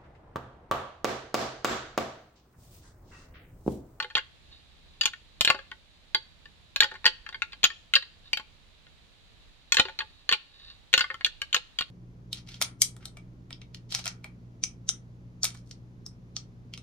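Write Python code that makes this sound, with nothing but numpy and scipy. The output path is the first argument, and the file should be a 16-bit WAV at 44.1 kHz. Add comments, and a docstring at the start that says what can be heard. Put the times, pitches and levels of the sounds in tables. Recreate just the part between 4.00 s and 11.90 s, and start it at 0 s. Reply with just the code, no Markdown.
"""Antlers clacked in a quiet wood

Two deer antlers are clacked and ground together by hand, a few steps from a pair of microphones and nearer the left.
Each contact is a short skid of tiny impacts that rings damped bone modes; decaying noise makes the wood's soft tail.
Dense weak slips make the softer rubbing; banded stereo noise gives a faint rustle of leaves and a low wind rumble."""
import sys
import numpy as np
from scipy import signal
from scipy.fft import rfft, irfft
from scipy.io import wavfile
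from scipy.ndimage import uniform_filter1d

SR = 44100
rng = np.random.default_rng(int(sys.argv[2]) if len(sys.argv) > 2 else 0)


def wrap_up_sound(samples):
    """Save the sound to the file named by the first command line argument, as 16-bit audio."""
    columns = np.atleast_2d(samples).T
    # keep every value between -1 and 1, then stretch to whole-number steps
    tamed = np.clip(columns, -1, 1)
    steps = np.round(tamed * 32767).astype(np.int16)
    wavfile.write(sys.argv[1], SR, steps)


def magnitude_from_level(level_db):
    """Linear magnitude for a level in decibels (20 dB per decade)."""
    exponent = np.asarray(level_db, float) / 20
    return 10 ** exponent


N = 348478

# air of the wood, shape of its spectrum: [f/Hz, relative level/dB per Hz]
AIR_SPECTRUM = [(12, -30), (20, 3), (71, -3), (381, -20), (426, -19), (1420, -24), (1880, -25), (2490, -24),
                (15000, -47.5), (16400, -52)]
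# correlation of the air between left and right: [f/Hz, likeness/1]
AIR_LIKENESS = [(60, 0.4), (200, 0.1), (500, 0.4), (1200, 0.03)]
# antler contacts, relative levels: [t/s, tine level/dB, beam level/dB, tick level/dB, held base knock level/dB]
CONTACTS = [(0.001, -27.0, -23, -39, -37.5), (0.0254, -34, -36, -63, -45), (0.034, -41, -40, -70, -49),
            (0.0446, -39.5, -33, -63.0, -39), (0.1011, -49.5, -43, -65.0, -57.0),
            (0.1082, -48.0, -43.5, -71.0, -60.0), (0.1529, -17, -26, -38.0, -36),
            (0.1679, -30.5, -23.0, -41.0, -45), (0.177, -28.0, -28.5, -42.0, -46),
            (0.1827, -34, -23.5, -53, -43.5), (0.1918, -35, -37.5, -65, -60), (1.011, -20, -30, -31, -48.5),
            (1.0318, -37, -36.5, -39, -49), (1.0362, -28, -40.5, -48, -59),
            (1.056, -18, -25.5, -21.5, -41.5), (1.0743, -33, -36.0, -51, -59),
            (1.1344, -43, -34.5, -56.0, -65), (1.4093, -17, -24.5, -20, -45),
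            (1.4484, -16.5, -27.5, -25, -44.0), (1.4754, -15, -17, -36, -36.5),
            (1.4841, -32.5, -34, -44.5, -42), (1.4939, -29, -31.5, -45.5, -30.5),
            (1.5016, -13.5, -12.5, -33, -27), (1.5459, -40, -30.5, -57, -34.5),
            (1.5892, -46, -36, -65.5, -44.5), (1.7154, -40.5, -33.5, -70, -48),
            (2.1469, -18.5, -20.5, -38.5, -32.5), (2.4557, -50, -43.5, -67.5, -60),
            (2.7604, -23, -29, -31.5, -49), (2.8051, -11, -14, -20, -33),
            (2.8225, -27.5, -17, -38.0, -42.0), (2.8327, -19.5, -27.5, -33.5, -35),
            (2.8435, -25.5, -21, -45.0, -34.5), (2.914, -52, -36.5, -65.0, -56),
            (2.9181, -51, -36.5, -67, -43), (2.9413, -51, -40.0, -77, -48),
            (2.9539, -58, -35.5, -69, -57.0), (2.9589, -51, -53, -76, -57.0),
            (3.0434, -34, -29.5, -50, -38), (3.0551, -18, -14, -36, -33.0),
            (3.0641, -12.5, -18.5, -28.5, -30.0), (3.0762, -22.5, -21.5, -36.5, -40.5),
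            (3.2636, -43, -33.5, -66, -55.0), (3.29, -37.5, -35.5, -76, -51), (3.326, -47, -41.5, -77, -67),
            (3.3452, -37.5, -30, -74, -54.5), (3.3546, -50.5, -45, -75, -57), (3.42, -21, -21, -39.0, -47),
            (3.5217, -46, -51, -62, -66), (3.5314, -40, -41.5, -59.0, -61.0),
            (3.632, -22.5, -32.5, -36.5, -55.5), (3.6409, -12.5, -19, -17, -42),
            (3.651, -20.0, -22, -36.5, -45.0), (3.7029, -38.5, -32, -54.5, -57),
            (3.9373, -16, -19, -32.5, -55), (3.9539, -12.5, -33.5, -36, -54),
            (3.9615, -20.5, -19.5, -31.5, -38.5), (4.0241, -40.5, -41.5, -60.5, -59),
            (4.3314, -19, -34.5, -36.5, -49), (4.3718, -30.5, -31.0, -41.5, -48),
            (4.3971, -43.5, -35, -55, -48), (4.867, -57, -54, -77.5, -66),
            (5.7219, -17, -19.5, -18.5, -43.5), (5.7445, -27, -28, -26.5, -38),
            (5.7695, -17.0, -17.5, -28.0, -35.5), (5.7849, -25, -22, -38, -37),
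            (5.7968, -14, -14.5, -24.5, -29.5), (5.8538, -35, -33.5, -52, -34.5),
            (5.8848, -41, -33, -61, -43.5), (5.8944, -48, -42.5, -59, -42),
            (5.9896, -26.5, -32.5, -48, -43), (6.0048, -33, -27.5, -58.0, -56.5),
            (6.0166, -43, -40.5, -65, -42), (6.2911, -17.5, -21.5, -34, -43),
            (6.3137, -25, -25, -38, -36.5), (6.3245, -17.5, -21.5, -32.5, -58),
            (6.3335, -20.0, -33, -50, -46), (6.3407, -34, -33.5, -47, -43),
            (6.9297, -22.5, -28.5, -34, -40), (6.9387, -10, -12, -22, -30.5),
            (6.9776, -18.5, -21, -26, -52), (6.9921, -28, -24.5, -33, -50),
            (7.008, -20.5, -17.5, -42, -42.0), (7.0153, -29.5, -35.5, -48, -52),
            (7.0418, -35.5, -25, -56, -50.0), (7.102, -41.5, -25, -64.5, -44.0),
            (7.1126, -45, -34.5, -72, -49.5), (7.143, -41, -32, -69, -55.5),
            (7.2095, -42.5, -33.5, -70.5, -64), (7.2466, -16, -32.5, -33.0, -47),
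            (7.262, -32, -27.5, -36.0, -49.5), (7.4174, -26.0, -29.5, -37, -50.0),
            (7.5282, -23.5, -36.5, -37, -50), (7.545, -17, -17, -23.5, -39),
            (7.5647, -22.5, -36.5, -39.5, -43.5), (7.7873, -23, -33, -37, -57),
            (7.8093, -25.5, -28.5, -43, -60), (7.822, -32, -44, -61.0, -61)]
# bone modes by the part that rings, each a 60 dB decay time t60/s, then modes: [f/Hz, relative level/dB]
TINE_MODES = 0.016, [(2450, -2), (2800, -0.5), (2960, -7.5), (3140, -2), (3400, -3.5), (3750, -9.5),
              (4200, -8), (4500, -0.5)]
BEAM_MODES = 0.037, [(1100, -8), (1440, -1), (1700, -2.5), (1830, -3), (2100, -5)]
TICK_MODES = 0.0097, [(5330, 1.5), (6030, -3), (6800, -0.5), (7400, -1), (8600, -7.5), (10100, -21.5),
              (12200, -8.5), (14500, -16.5)]
BASE_MODES = 0.09, [(270, -18), (385, 5.5), (525, 9.5), (870, 13.5)]
# tines sliding softly over each other: [t/s, relative level/dB]
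RUB_LEVEL = [(.44, -88), (.52, -63), (.64, -75.5), (4.22, -89.5), (4.26, -59.5), (4.34, -87.5),
             (6.5, -69.5), (6.69, -53), (6.8, -80)]
# microphone port resonances: [f/Hz, width/octaves, level/dB]
LEFT_PORT = [(2824, 0.85, 6.5), (4000, 1, 2), (7120, 0.9, 8)]
RIGHT_PORT = [(3925, 0.62, 15.5), (6800, 0.62, -6), (12900, 0.7, -4.5)]


def rms_one(x):
    """Scales a signal to an rms of 1."""
    return x / np.sqrt(np.mean(x ** 2) + 1e-20)


def at_hz(points, hz):
    """Reads a spectrum table between its points, along log frequency."""
    table_hz, value = np.array(points).T
    return np.interp(np.log(hz), np.log(table_hz), value)


def drift(rate_hz):
    """Slow random wandering of spread 1: noise through two equal low-pass poles."""
    hop = 40  # samples from one drawn value to the next
    pole = np.exp(-2 * np.pi * rate_hz * hop / SR)
    noise = rng.standard_normal(N // hop + 2002)
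    slow = signal.lfilter([1], [1, -2 * pole, pole * pole], noise)[2000:]  # past the filter's start
    return np.interp(np.arange(N) / hop, np.arange(len(slow)), rms_one(slow))


def air():
    """Leaf rustle and wind rumble as half-octave bands of stereo noise; gusts move the low ones most."""
    out, gust = 0, drift(rate_hz=1.5)
    lows = 20 * 2 ** np.arange(0, 10, 0.5)
    highs = np.append(lows[1:], 19000)
    white = rng.standard_normal((2, 2, N))
    for k, (low, high) in enumerate(zip(lows, highs)):
        band = signal.butter(2, [low, high], "band", fs=SR, output="sos")
        mid, side = signal.sosfilt(band, white[k % 2])  # neighbouring bands use separate noise
        hz = np.sqrt(low * high)
        alike = np.clip(at_hz(AIR_LIKENESS, hz), -1, 1)
        gust_db = 0.3 + 1.5 / (1 + hz / 150)
        gain = magnitude_from_level(at_hz(AIR_SPECTRUM, hz) + gust_db * gust)
        stereo = np.sqrt(1 + alike) * mid + np.sqrt(1 - alike) * side * [[1], [-1]]
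        out = out + gain * stereo
    side_db = np.array([[-1.5], [1.5]])  # the right side is louder
    return magnitude_from_level(-57.5) * rms_one(out) * magnitude_from_level(side_db)


def skids(count, per_s, fade_s):
    """The rough surfaces meet in a first impact and a dying spray of smaller ones."""
    t = np.arange(1024) / SR
    hit = rng.random((count, len(t))) < per_s / SR
    size = rng.standard_normal((count, len(t)))
    force = hit * size * 0.74 * np.exp(-t / fade_s)
    force[:, 0] = 1
    return force


def ringing(part, count, spread_db, detune):
    """One impulse response per contact; place and grip change each mode's strength, sign and pitch."""
    t60, modes = part
    hz, db = np.transpose(modes)[:, None, :, None]
    t = np.arange(4096) / SR
    strength, pitch, sign = rng.standard_normal((3, count, len(modes), 1))
    waves = np.sin(2 * np.pi * hz * (1 + detune * pitch) * t) * magnitude_from_level(-60 * t / t60)
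    return np.sum(np.sign(sign) * magnitude_from_level(db + spread_db * strength) * waves, axis=1)


def clacks():
    """Every skid drives the four parts of the bone, each at its own level."""
    s, *levels = np.transpose(CONTACTS)
    starts = (s * SR).astype(int)
    force = skids(count=len(s), per_s=1700, fade_s=0.0031)
    out = np.zeros(N + 6000)  # room for the last ring
    for part, db in zip((TINE_MODES, BEAM_MODES, TICK_MODES, BASE_MODES), levels):
        bone = ringing(part, count=len(s), spread_db=3.5, detune=0.025)
        rings = signal.fftconvolve(force, bone, axes=1)
        power = uniform_filter1d(rings ** 2, size=176, axis=1)  # over 4 ms
        loudest = np.sqrt(2 * power.max(axis=1))
        rings = rings * (magnitude_from_level(db) / loudest)[:, None]
        for start, ring in zip(starts, rings):
            out[start:start + len(ring)] += ring
    return out[:N]


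def woods(x):
    """Near scatter from the hands, body and ground, then a longer, duller tail from the trunks."""
    t = np.arange(SR // 2) / SR
    near = magnitude_from_level(-30.5 - 60 * t / 0.09) * rng.standard_normal((2, len(t))) * (t > 0.003)
    far = magnitude_from_level(-50.5 - 60 * t / 0.4) * rng.standard_normal((2, len(t)))
    far = far * np.minimum(t / 0.033, 1)  # builds up over 33 ms
    far = signal.sosfilt(signal.butter(2, [700, 6000], "band", fs=SR, output="sos"), far)
    return signal.fftconvolve(x[None], near + far, axes=1)[:, :N]


def rubbing():
    """Dense weak slips of the sliding tines feed the beam and tine modes."""
    hit = rng.random(N) < 900 / SR  # 900 slips per second
    slips = hit * rng.standard_normal(N) * magnitude_from_level(2.5 * drift(rate_hz=30))
    body = sum(ringing(part, count=1, spread_db=7, detune=0.01)[0] for part in (TINE_MODES, BEAM_MODES))
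    level_db = np.interp(np.arange(N) / SR, *np.transpose(RUB_LEVEL))
    return magnitude_from_level(level_db) * rms_one(signal.fftconvolve(slips, body)[:N])


def scene():
    """The antlers are nearer the left microphone: louder and earlier there."""
    antlers = clacks() + rubbing()
    right_lag_s = 8e-5
    hz = np.fft.rfftfreq(N, 1 / SR)
    late = irfft(rfft(antlers) * np.exp(-2j * np.pi * hz * right_lag_s), N)
    direct = np.array([antlers * magnitude_from_level(1.16), late * magnitude_from_level(-1.06)])
    return direct + woods(antlers) + air()


def peak(x, hz, octaves, db):
    """A causal bell-shaped boost or cut, as one resonance of a microphone port."""
    w, a = 2 * np.pi * hz / SR, magnitude_from_level(db / 2)
    s = np.sin(w) * np.sinh(np.log(2) / 2 * octaves * w / np.sin(w))
    top = [1 + s * a, -2 * np.cos(w), 1 - s * a]
    bottom = [1 + s / a, -2 * np.cos(w), 1 - s / a]
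    return signal.lfilter(top, bottom, x)


def low_pass(x):
    """Removes everything above the highest recorded frequency."""
    return signal.sosfilt(signal.butter(12, 16500, fs=SR, output="sos"), x)


def record(dry):
    """Each microphone port colours its channel; a soft limit rounds the peaks."""
    sides = []
    for x, port in zip(dry, (LEFT_PORT, RIGHT_PORT)):
        for hz, octaves, db in port:
            x = peak(x, hz, octaves, db)
        sides.append(x)
    mix = 1.388 * np.tanh(np.array(sides) / 1.604)
    return low_pass(mix)


dry = scene()
out = record(dry)
wrap_up_sound(out)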